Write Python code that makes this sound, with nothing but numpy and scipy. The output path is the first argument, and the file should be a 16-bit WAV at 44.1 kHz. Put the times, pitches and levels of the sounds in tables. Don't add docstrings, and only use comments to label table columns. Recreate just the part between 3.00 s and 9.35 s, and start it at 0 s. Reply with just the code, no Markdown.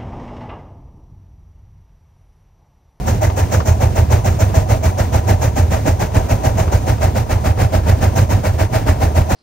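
import sys
import numpy as np
from scipy import signal
from scipy.fft import rfft, irfft
from scipy.io import wavfile
from scipy.ndimage import uniform_filter1d

SR = 44100
rng = np.random.default_rng(int(sys.argv[2]) if len(sys.argv) > 2 else 0)


def wav_record(signal):
    frames = np.transpose(np.atleast_2d(signal))
    bounded = np.clip(frames, -1, 1)
    quanta = np.round(bounded * 32767).astype(np.int16)
    wavfile.write(sys.argv[1], SR, quanta)


N = 280035
TIME = np.arange(N) / SR
FREQS = np.maximum(np.arange(N // 2 + 1) * SR / N, 1)


def undb(db):
    return 10 ** (np.asarray(db) / 20)


def over_time(points, at):
    return np.interp(at, *np.transpose(points))


def over_freq(points):
    hz, value = np.transpose(points)
    return np.interp(np.log(FREQS), np.log(hz), value)


def resonances(modes):
    power = 0
    for hz, width, db in modes:
        detuning = (FREQS - hz) / width
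        power = power + (undb(db) / (1 + 2 * detuning ** 2)) ** 2
    return np.sqrt(power)


def walk(rate):
    hold = max(int(SR / rate), 2)
    steps = np.repeat(rng.standard_normal(N // hold + 1), hold)
    smooth = uniform_filter1d(uniform_filter1d(steps, hold), hold)[:N]
    return smooth / smooth.std()


def eddies(rate, depth_db):
    swell = undb(depth_db * walk(rate))
    return swell / np.sqrt(np.mean(swell ** 2))


# (frequency [Hz], left minus right [dB])
BALANCE = [(61, -1.6), (121, -2.1), (222, -4.4), (562, -4.4), (682, -2.9), (792, 2.1), (902, 7.9),
           (1052, 3.1), (1332, 4.7), (1752, 0), (2202, 2.9), (3302, -2.1), (4402, 1), (5702, -5.4),
           (9002, -.6), (15002, 0.7)]
# (frequency [Hz], lead of the left [rad])
PHASE = [(220, -.05), (480, .55), (770, 2.0), (980, 2.5), (1150, 5.7), (1900, 6.35), (5400, 6.6),
         (6600, 7.9), (8400, 9.25), (9400, 8.85), (10100, 9.35), (11000, 9.45), (14500, 12.5)]
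# (frequency [Hz], likeness [0-1])
LIKENESS = [(102, 0.97), (202, 0.73), (402, 0.64), (622, 1), (802, 1), (1022, 0.46), (1802, 0.98),
            (2502, 0.75), (3002, 0.1), (5202, 0.24), (7002, 0.58), (9302, 0.82), (10202, 1), (15900, 0.97)]


def air_noise(gain, flutter=1):
    white = rng.standard_normal((2, N)) * flutter
    common, apart = rfft(white) * gain * np.sqrt(SR / 2)
    like = np.clip(over_freq(LIKENESS), 0, 1)
    sign = np.array([[1], [-1]])
    ports = np.sqrt((1 + like) / 2) * common + sign * np.sqrt((1 - like) / 2) * apart
    shade = undb(sign * over_freq(BALANCE) / 2)
    shade = shade / np.sqrt(np.mean(shade ** 2, axis=0))
    turn = np.exp(1j * sign * over_freq(PHASE) / 2)
    return irfft(ports * shade * turn, N)


# (frequency [Hz], relative density [dB per Hz])
RUMBLE = [(15, -72), (26, -60), (45, -43.5), (80, -34), (118, -39), (160, -51), (200, -49.5), (260, -53),
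          (500, -59.5), (1000, -70), (1200, -72), (4000, -80.5), (9000, -81), (16000, -89.5)]
# (frequency [Hz], width [Hz], relative density [dB per Hz])
WHEEL_MODES = [(416, 55, -65.5), (623, 24, -55.5), (745, 51, -54), (976, 82, -59.5), (6130, 440, -81),
               (9330, 145, -76.5)]


def rolling():
    rumble = air_noise(undb(over_freq(RUMBLE)), eddies(42, 1.82))
    ringing = air_noise(resonances(WHEEL_MODES), eddies(21.02, 2.4))
    rail_roughness = undb(.6 * walk(4))
    return (undb(-1.13) * rumble + undb(0.3) * ringing) * rail_roughness


# (lateness [s], relative chimney bark [dB], jet [dB], nozzle hiss [dB], thump [dB],
#  time from thump to rebound before jitter [s])
TURN_BEATS = [(-.002, -0.04, -.5, 0.5, -1.2, .024), (-.002, -0.35, -0.23, 0, -0.3, 0.03305),
              (.0014, 0, 0, -.5, -0.5, .032), (.0044, 1.2, 0.8, 1, 0, 0.0329)]
FIRST_BEAT_S, BEAT_GAP_S, GAP_SHRINK_S = .068, .14792, .000153


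def beats(count=44):
    number = np.arange(count)
    late, *traits = np.array(TURN_BEATS)[number % len(TURN_BEATS)].T
    gaps = BEAT_GAP_S - GAP_SHRINK_S * number
    return FIRST_BEAT_S + np.cumsum(gaps) - gaps + late, *traits


def blasts(times, levels_db, lead, rise, decay):
    power = np.zeros(N)
    for at, db in zip(times, levels_db):
        span = slice(max(int((at - lead) * SR), 0), int((at + .5) * SR))
        age = TIME[span] - at + lead
        opening = np.sin(np.pi / 2 * np.clip(age / rise, 0, 1))
        emptying = np.exp(-np.maximum(age - rise, 0) / decay)
        power[span] += (undb(db) * opening * emptying) ** 2
    return np.sqrt(power)


# (frequency [Hz], relative density [dB per Hz])
NOZZLE_SPECTRUM = [(3000, -96), (4700, -100), (5500, -66.5), (6300, -64), (7700, -68), (8700, -81),
                   (16000, -77.5)]
# (time [s], relative level [dB])
HISS_LEVEL = [(0, 1.5), (.65, 4.5), (.82, -1.5), (1.4, 2.3), (2, -1), (2.4, 1.5), (3.25, -2), (3.6, 1),
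              (4.2, -5.5), (4.78, -13), (5.14, 3), (5.32, -4.5), (6, -10), (6.3, .5)]
# (frequency [Hz], relative density [dB per Hz])
JET_SPECTRUM = [(62, -52), (182, -43), (292, -46), (422, -52), (905, -53), (1155, -58), (1405, -56),
                (2005, -58.5), (2605, -62), (3305, -68), (4405, -67.5), (9505, -68.5), (11005, -69),
                (15900, -78)]
# (time [s], relative level [dB])
ENGINE_EFFORT = [(0, -1.1), (1.9, -0.9), (2.27, .4), (2.7, -0.2), (3.65, -1.4), (4.55, .4), (5.3, 0),
                 (5.7, 1), (6.3, 0.4)]
# (frequency [Hz], width [Hz], relative density [dB per Hz])
CHIMNEY_MODES = [(557, 150, -46), (639, 34.3, -39), (775, 51, -40.5), (897, 144, -46.5)]
BARK_SCATTER_DB = 0.6


def exhaust():
    times, bark_db, jet_db, hiss_db, *_ = beats()
    bark_db = bark_db + BARK_SCATTER_DB * rng.standard_normal(len(times))
    jet_db = jet_db + over_time(ENGINE_EFFORT, times)
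    hiss_db = hiss_db + over_time(HISS_LEVEL, times)

    nozzle = air_noise(undb(over_freq(NOZZLE_SPECTRUM)), eddies(240, 1.5))
    nozzle = nozzle * blasts(times, hiss_db, lead=0.0072, rise=0.026, decay=0.038)

    flow = blasts(times, jet_db, lead=0.0067, rise=0.041, decay=0.02)
    surge = np.interp(TIME - .033, TIME, flow, left=0)
    flow = np.hypot(flow, undb(-10.5) * surge)
    roar_share = 1 / (1 + (FREQS / 3000) ** 4)
    density = undb(over_freq(JET_SPECTRUM))
    roar = air_noise(density * np.sqrt(roar_share), eddies(220, 1.78))
    spray = air_noise(density * np.sqrt(1 - roar_share), eddies(350, 0.95))
    jet = (undb(-0.44) * roar + undb(-0.47) * spray) * flow

    bark = air_noise(resonances(CHIMNEY_MODES))
    bark = bark * blasts(times, bark_db, lead=0.0089, rise=0.032, decay=0.048)
    return undb(-1.1) * nozzle + jet + undb(-0.58) * bark


def swing(at, hz, length):
    out = np.zeros(N)
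    span = slice(max(int((at - 5 * length) * SR), 0), int((at + 5 * length) * SR))
    age = TIME[span] - at
    out[span] = np.cos(2 * np.pi * hz * age) * np.exp(-.5 * (age / length) ** 2)
    return out


# (time [s], relative level [dB])
THUMP_LEVEL = [(.07, -7), (.4, -13), (.66, -4), (1.1, -6), (1.55, -2.5), (2.7, -6), (3.1, -2.5), (4, -3.5),
               (4.5, -6.5), (4.8, -3.5), (5.3, -6), (6.2, -3.5)]
# (time [s], relative level [dB])
REBOUND_LEVEL = [(.07, -11), (.35, -4.5), (1.2, -7), (1.7, -13.5), (2.15, -7.5), (2.85, -6.5), (3.1, -14),
                 (3.7, -17), (3.88, -9), (5.15, -4), (5.45, -10), (6.3, -6)]
THUMP_DELAY_S, THUMP_JITTER_S, REBOUND_JITTER_S = .038, 0.0019, .0025
THUMP_SCATTER_DB, REBOUND_SCATTER_DB = 1.5, 2


def thumps():
    out = np.zeros(N)
    for at, *_, accent_db, rebound_s in zip(*beats()):
        pitch, timing, size = rng.standard_normal((3, 2))
        thump_at = at + THUMP_DELAY_S + THUMP_JITTER_S * timing[0]
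        rebound_at = thump_at + rebound_s + REBOUND_JITTER_S * timing[1]
        thump_db = over_time(THUMP_LEVEL, at) + accent_db + THUMP_SCATTER_DB * size[0]
        rebound_db = over_time(REBOUND_LEVEL, at) + REBOUND_SCATTER_DB * size[1]
        out += undb(thump_db) * swing(thump_at, 94 * (1 + .04 * pitch[0]), length=0.0067)
        out += undb(rebound_db) * swing(rebound_at, 91 * (1 + .04 * pitch[1]), length=.0091)
        out += undb(thump_db - 16) * swing(thump_at + 0.022, 38, length=0.022)
    return out * undb(np.array([[-.85], [.85]]))


# (time [s], relative level [dB])
KNOCKS = [(0.2975, -21), (0.601, -17.5), (1.4975, -27), (3.6765, -23), (3.9785, -28.5), (4.5085, -26),
          (5.3844, -36)]
# (frequency [Hz], width [Hz], relative level [dB])
GEAR_MODES = [(425, 200, 9), (910, 400, 5.5), (1450, 350, -10), (1910, 470, -11), (2750, 1100, -15),
              (5000, 2500, -19)]


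def clanks():
    rattles = [(u * N / SR, -36 + 8 * v) for u, v in rng.random(size=(24, 2))]
    contact = np.zeros(N + SR)
    age = TIME[:SR // 10]
    knock = np.minimum(age / 0.0028, 1) * np.exp(-age / 0.013)
    for at, db in list(KNOCKS) + rattles:
        start = int(at * SR)
        contact[start:start + len(age)] += undb(db) * knock
    steel = air_noise(resonances(GEAR_MODES))
    return undb(3) * contact[:N] * steel / steel.std()


def scene():
    return rolling() + exhaust() + thumps() + clanks()


TOP_HZ = 15750


def record(dry):
    rounded = dry / (1 + dry ** 8) ** (1 / 8)
    top_cut = signal.ellip(12, .1, 90, TOP_HZ, fs=SR, output="sos")
    return signal.sosfilt(top_cut, rounded)


dry = scene()
out = record(dry)
wav_record(out)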